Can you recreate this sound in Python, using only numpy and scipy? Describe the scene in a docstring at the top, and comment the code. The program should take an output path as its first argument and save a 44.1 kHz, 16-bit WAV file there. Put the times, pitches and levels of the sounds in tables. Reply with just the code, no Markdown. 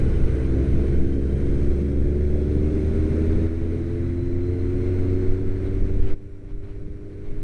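"""On an open road, a small camera rides on an accelerating motorcycle among other bikes.
Its own engine and a second one close by climb in pitch as summed firing orders; gears add fuzzy shaft tones.
Shaped noise gives the wind buffeting the microphone, the road roar, the hiss and the drone of the pack.
The overall level drops in sudden steps, and the camera whines faintly as a few fixed sines."""
import sys
import numpy as np
from scipy import signal
from scipy.fft import rfft, irfft, next_fast_len
from scipy.io import wavfile
from scipy.ndimage import uniform_filter1d, map_coordinates

SR = 44100
rng = np.random.default_rng(int(sys.argv[2]) if len(sys.argv) > 2 else 0)


def bounce(signal):
    """Save signal as a 16-bit WAV file at the path given by the first command-line argument."""
    frames = np.transpose(np.atleast_2d(signal))
    limited = np.clip(frames, -1, 1)
    pcm = np.round(limited * 32767).astype(np.int16)
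    wavfile.write(sys.argv[1], SR, pcm)


N = 327663

# Climbing pitch of each engine: (time [s], firing rate [Hz])
OWN_FIRING_RATE = [(0.0, 64.78), (0.9, 66.95), (1.8, 70.2), (2.4, 73.05), (2.9, 76.55), (3.9, 85.0),
                   (4.5, 88.85), (6.3, 98.05), (7.43, 102.45)]
OTHER_FIRING_RATE = [(0.0, 86.55), (1.0, 90.4), (2.1, 96.05), (3.7, 106.3), (4.8, 111.85), (7.43, 120.9)]
# What each exhaust passes, before the order's own trim: (frequency [Hz], level of an order there [dB rms])
OWN_EXHAUST = [(60, -22), (85, -22.5), (103, -25), (130, -31), (160, -42), (185, -44), (205, -37),
               (230, -33), (265, -30), (310, -29), (365, -28), (410, -30), (455, -45), (520, -52),
               (620, -56), (800, -76)]
OTHER_EXHAUST = [(80, -38), (180, -37), (240, -40), (280, -36), (330, -39), (380, -40), (440, -38),
                 (480, -44), (560, -50), (620, -48), (800, -66)]
# Firing orders against the exhaust; the second engine fires unevenly, so half orders show:
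# (order [multiple of firing rate], trim at light throttle [dB], trim at full throttle [dB])
OWN_ORDERS = [(1, 0, 0), (2, 0, 0), (3, 0, 0), (4, -6, 0), (5, -4, -3), (6, -9, -6), (7, -8, -8)]
OTHER_ORDERS = [(1.5, -3, -12), (2, 0, -3), (2.5, -8, -12), (3, 0, 0), (3.5, -9, -14), (4, 0, 0),
                (4.5, -9, -16), (5, 0, -1), (5.5, -4, -14), (6, -2, -6)]
# Both riders open up together: (time [s], throttle [0-1])
THROTTLE = [(0, 0), (2.5, .1), (3.1, .8), (4, 1), (7.43, 1)]
# Gear whine before its moving gain: (order of the own engine [multiple], level [dB rms], spread [knots/s])
GEAR_TONES = [(23, -67, 160), (46, -71, 260)]
# Moving tone balance: (time [s], gear whine gain [dB], gain of the treble in the hiss [dB])
TONE_BALANCE = [(0, 7, 3), (.6, 3, 1.5), (1.2, 3, 4), (2, -1, 4), (3.4, 1, 1.5), (4.3, 5, 1.5),
                (5.2, 0.5, 0), (6.3, -6, 1.5), (7.43, 1, 1.5)]
# The airstream: (time [s], roar level [dB], hiss level [dB], steady buffeting level [dB])
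AIRSTREAM = [(0, -25.5, -45.5, -14.5), (.4, -30, -46.5, -25.5), (.9, -29, -48.5, -24.5),
             (1.2, -33, -52, -27), (1.6, -31, -49.5, -24), (2, -32, -52.5, -27.5), (2.6, -30.5, -50, -27.5),
             (3, -28.5, -48, -25), (3.4, -30, -48, -25), (4.2, -33, -48.5, -24.5), (4.8, -32, -48.5, -22.5),
             (5.4, -31.5, -47.5, -20), (5.8, -28, -46.5, -16), (6.4, -30.5, -45, -14.5),
             (6.65, -27.5, -43.5, -13.5), (7, -32.5, -47, -22), (7.43, -29, -44.5, -12)]
# Gusts that thump the microphone: (time [s], peak gain [dB])
THUMPS = [(.23, -18), (.76, -20.5), (1.0, -20.5), (1.51, -22), (1.68, -21), (2.04, -21.5), (2.32, -23.5),
          (3.35, -23), (3.52, -21.5), (4.65, -23), (5.01, -24.5), (5.3, -18.5), (5.51, -21), (5.81, -16),
          (6.04, -11), (6.13, -10.5), (6.33, -16), (6.58, -12), (7.33, -17)]
# Short puffs of air across the port: (time [s], length [s], peak gain [dB])
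PUFFS = [(5.67, 0.042, -44), (6.022, .04, -51), (6.088, 0.14, -43), (6.504, 0.057, -41.5),
         (6.64, 0.026, -44), (6.696, 0.08, -43.5), (7.27, 0.055, -47)]
# Relative noise colours of buffeting, puffs, roar and hiss: (frequency [Hz], density [dB per Hz])
BUFFET_COLOUR = [(4, -14.5), (10, 4.5), (22, -6.5), (40, -9.5), (70, -13), (140, -23), (300, -50.5)]
PUFF_COLOUR = [(300, 3), (900, 1), (2400, -7), (3200, -9), (4600, -17), (6500, -30)]
ROAR_COLOUR = [(80, -26.5), (150, 0.5), (220, -0.5), (300, -3.5), (400, -3.5), (500, -11), (620, -17),
               (800, -30), (1200, -55)]
HISS_COLOUR = [(400, 4), (800, -1), (1200, -2.5), (2300, -3.5), (2900, -12), (4200, -15), (4500, -18.5),
               (6300, -20.5), (7100, -27), (9500, -28.5), (11000, -31.5)]
# Deep drone of the pack ahead: (time [s], level [dB])
PACK_LEVEL = [(0, -25), (.5, -24), (1.2, -31.5), (4.5, -28.5), (6.2, -45), (7.43, -30)]
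# Relative noise colour of that drone: (frequency [Hz], density [dB per Hz])
PACK_COLOUR = [(50, -26), (80, 13), (130, 14.5), (170, -13.5), (230, -27.5), (320, -28.5)]
# Broad boosts in tone over the whole sound: (frequency [Hz], width [Hz], boost [dB])
TONE_BOOSTS = [(1470, 295, 4), (2120, 460, 3), (4050, 360, 2.5), (6200, 300, 2.5), (8620, 960, 9.5)]
# Overall gain, moving in sudden steps and slow slopes: (time [s], level [dB])
OVERALL_LEVEL = [(0, -3.5), (1, 0), (1.04, -1.5), (3.45, -1), (3.49, -5.5), (5.33, -2), (5.36, -5.5),
                 (6.138, -7.5), (6.148, -20.5), (6.62, -20.5), (6.64, -17.5), (7.43, -14.5)]
# Steady whine of the electronics: (frequency [Hz], level [dB rms])
CAMERA_WHINE = [(5599, -87.5), (7402, -90), (9598, -95)]

BUFFET_SWING_DB = 3  # chance swell of the steady buffeting
THUMP_S, THUMP_HZ = 0.086, 45.5  # length, and the pitch above which a thump fades
TOP_HZ = 11050  # band limit of the camera


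def amp(db):
    """Gain of a level in dB."""
    return 10 ** (np.asarray(db) / 20)


def unit(x):
    """Scale x to rms 1."""
    return x / np.sqrt(np.mean(x ** 2) + 1e-20)


def along(points, hz):
    """Read (frequency, value) points on a log axis; -120 outside them."""
    f, value = np.transpose(points)
    return np.interp(np.log(hz + 1), np.log(f + 1), value, left=-120, right=-120)


def curves(rows):
    """Give one value per sample for each column after the time."""
    s, *columns = np.transpose(rows)
    return [np.interp(np.arange(N) / SR, s, column) for column in columns]


def wobble(rate):
    """Draw a smooth random curve with rate knots a second."""
    knots = rng.standard_normal(N // 64)
    return map_coordinates(knots, [np.arange(N) * rate / SR])


def filtered(x, response):
    """Shape the spectrum of x by a response of frequency."""
    m = next_fast_len(N + SR // 2)
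    hz = np.fft.rfftfreq(m, 1 / SR)
    return irfft(rfft(x, m) * response(hz), m)[..., :N]


def rush(spectrum, patchy_db):
    """Coloured noise of rms 1 with patches of random gain over time and pitch."""
    z = signal.stft(rng.standard_normal(N), nperseg=512)[2]
    field = uniform_filter1d(rng.standard_normal(z.shape), size=6, axis=0)
    field = uniform_filter1d(field, size=12, axis=1)
    patchy = signal.istft(z * amp(patchy_db * unit(field)), nperseg=512)[1][:N]
    return unit(filtered(patchy, lambda hz: amp(along(spectrum, hz))))


def engine(firing_rate, orders, exhaust, unsteady_db, drift_rad):
    """Firing orders through the exhaust; uneven burning shakes each one's size and phase."""
    rate_hz, = curves(firing_rate)
    throttle, = curves(THROTTLE)
    turn = 2 * np.pi * np.cumsum(rate_hz) / SR  # firing phase [rad]
    note = np.zeros(N)
    for order, light_db, full_db in orders:
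        throttle_db = light_db + throttle * (full_db - light_db)
        exhaust_db = along(exhaust, order * rate_hz)
        size = amp(throttle_db + exhaust_db + unsteady_db * wobble(8.3))
        phase = order * turn + drift_rad * wobble(7) + 2 * np.pi * rng.random()
        note += np.sqrt(2) * size * np.sin(phase)
    return note, turn


def gears(turn):
    """Meshing teeth give fuzzy tones tied to the shaft."""
    whine = np.zeros(N)
    for order, db, spread in GEAR_TONES:
        whine += amp(db) * unit(wobble(spread) * np.sin(order * turn))
    return amp(curves(TONE_BALANCE)[0]) * whine


def bumps(rows):
    """Sum bell-shaped swells of gain, each with its own time, length and peak."""
    t = np.arange(N) / SR
    return sum(amp(db) * np.exp(-(2 * (t - s) / length) ** 2) for s, length, db in rows)


def wind():
    """Slow lumps of pressure on the microphone, deep thumps from single gusts, and short bright puffs."""
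    lumps = rush(BUFFET_COLOUR, patchy_db=.5)
    # even out the noise's own swell, so the level curve sets the buffeting's strength
    power = uniform_filter1d(lumps ** 2, size=5000)
    lumps = unit(lumps / np.abs(power + .05) ** 0.46)
    deep = filtered(lumps, lambda hz: 1 / (1 + (hz / THUMP_HZ) ** 4))
    steady = amp(curves(AIRSTREAM)[2] + BUFFET_SWING_DB * wobble(8))
    thumps = bumps([(s, THUMP_S, db) for s, db in THUMPS])
    puffs = bumps(PUFFS) * rush(PUFF_COLOUR, patchy_db=2.0)
    return steady * lumps + thumps * unit(deep) + puffs


def road(turn):
    """Tyre roar, the drone of distant bikes, and a hiss that pulses a little with each firing."""
    roar_db, hiss_db = curves(AIRSTREAM)[:2]
    gust = wobble(3.045)  # shared by roar and hiss
    roar = amp(roar_db + 0.44 * gust) * rush(ROAR_COLOUR, patchy_db=2.03)
    drone = amp(curves(PACK_LEVEL)[0]) * rush(PACK_COLOUR, patchy_db=-0.3)
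    flutter = amp(0.66 * gust + 0.15 * wobble(19) + 0.39 * wobble(60) + 0.6 * np.sin(turn))
    hiss = unit(flutter * rush(HISS_COLOUR, patchy_db=0.52))
    treble = filtered(hiss, lambda hz: 1 / (1 + (4500 / (hz + 1)) ** 4))
    balanced = hiss - treble + amp(curves(TONE_BALANCE)[1]) * treble
    return roar + drone + amp(hiss_db) * balanced


def scene():
    """Both engines, gears, wind and road at one microphone."""
    own, turn = engine(OWN_FIRING_RATE, OWN_ORDERS, OWN_EXHAUST, unsteady_db=.8, drift_rad=.12)
    other, _ = engine(OTHER_FIRING_RATE, OTHER_ORDERS, OTHER_EXHAUST, unsteady_db=1.2, drift_rad=.2)
    return (own + other + gears(turn) + wind() + road(turn))[None]


def camera_whine():
    """Electronics sing as a few faint, steady sines."""
    t = np.arange(N) / SR
    return sum(np.sqrt(2) * amp(db) * np.sin(2 * np.pi * hz * t) for hz, db in CAMERA_WHINE)


def record(dry):
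    """Broad tone boosts, level steps, the camera's own whine and faint noise, soft overload, then the band limit."""
    boosts = lambda hz: amp(sum(db / (1 + (2 * (hz - c) / w) ** 2) for c, w, db in TONE_BOOSTS))
    x = filtered(dry, boosts) * amp(curves(OVERALL_LEVEL)[0])
    x = x + camera_whine() + amp(-78.0) * rng.standard_normal(N)
    x = x / (1 + np.abs(x / .42) ** 4) ** (1 / 4)  # the input stage rounds off the biggest thumps
    return filtered(x, lambda hz: hz < TOP_HZ)


dry = scene()
out = record(dry)
bounce(out)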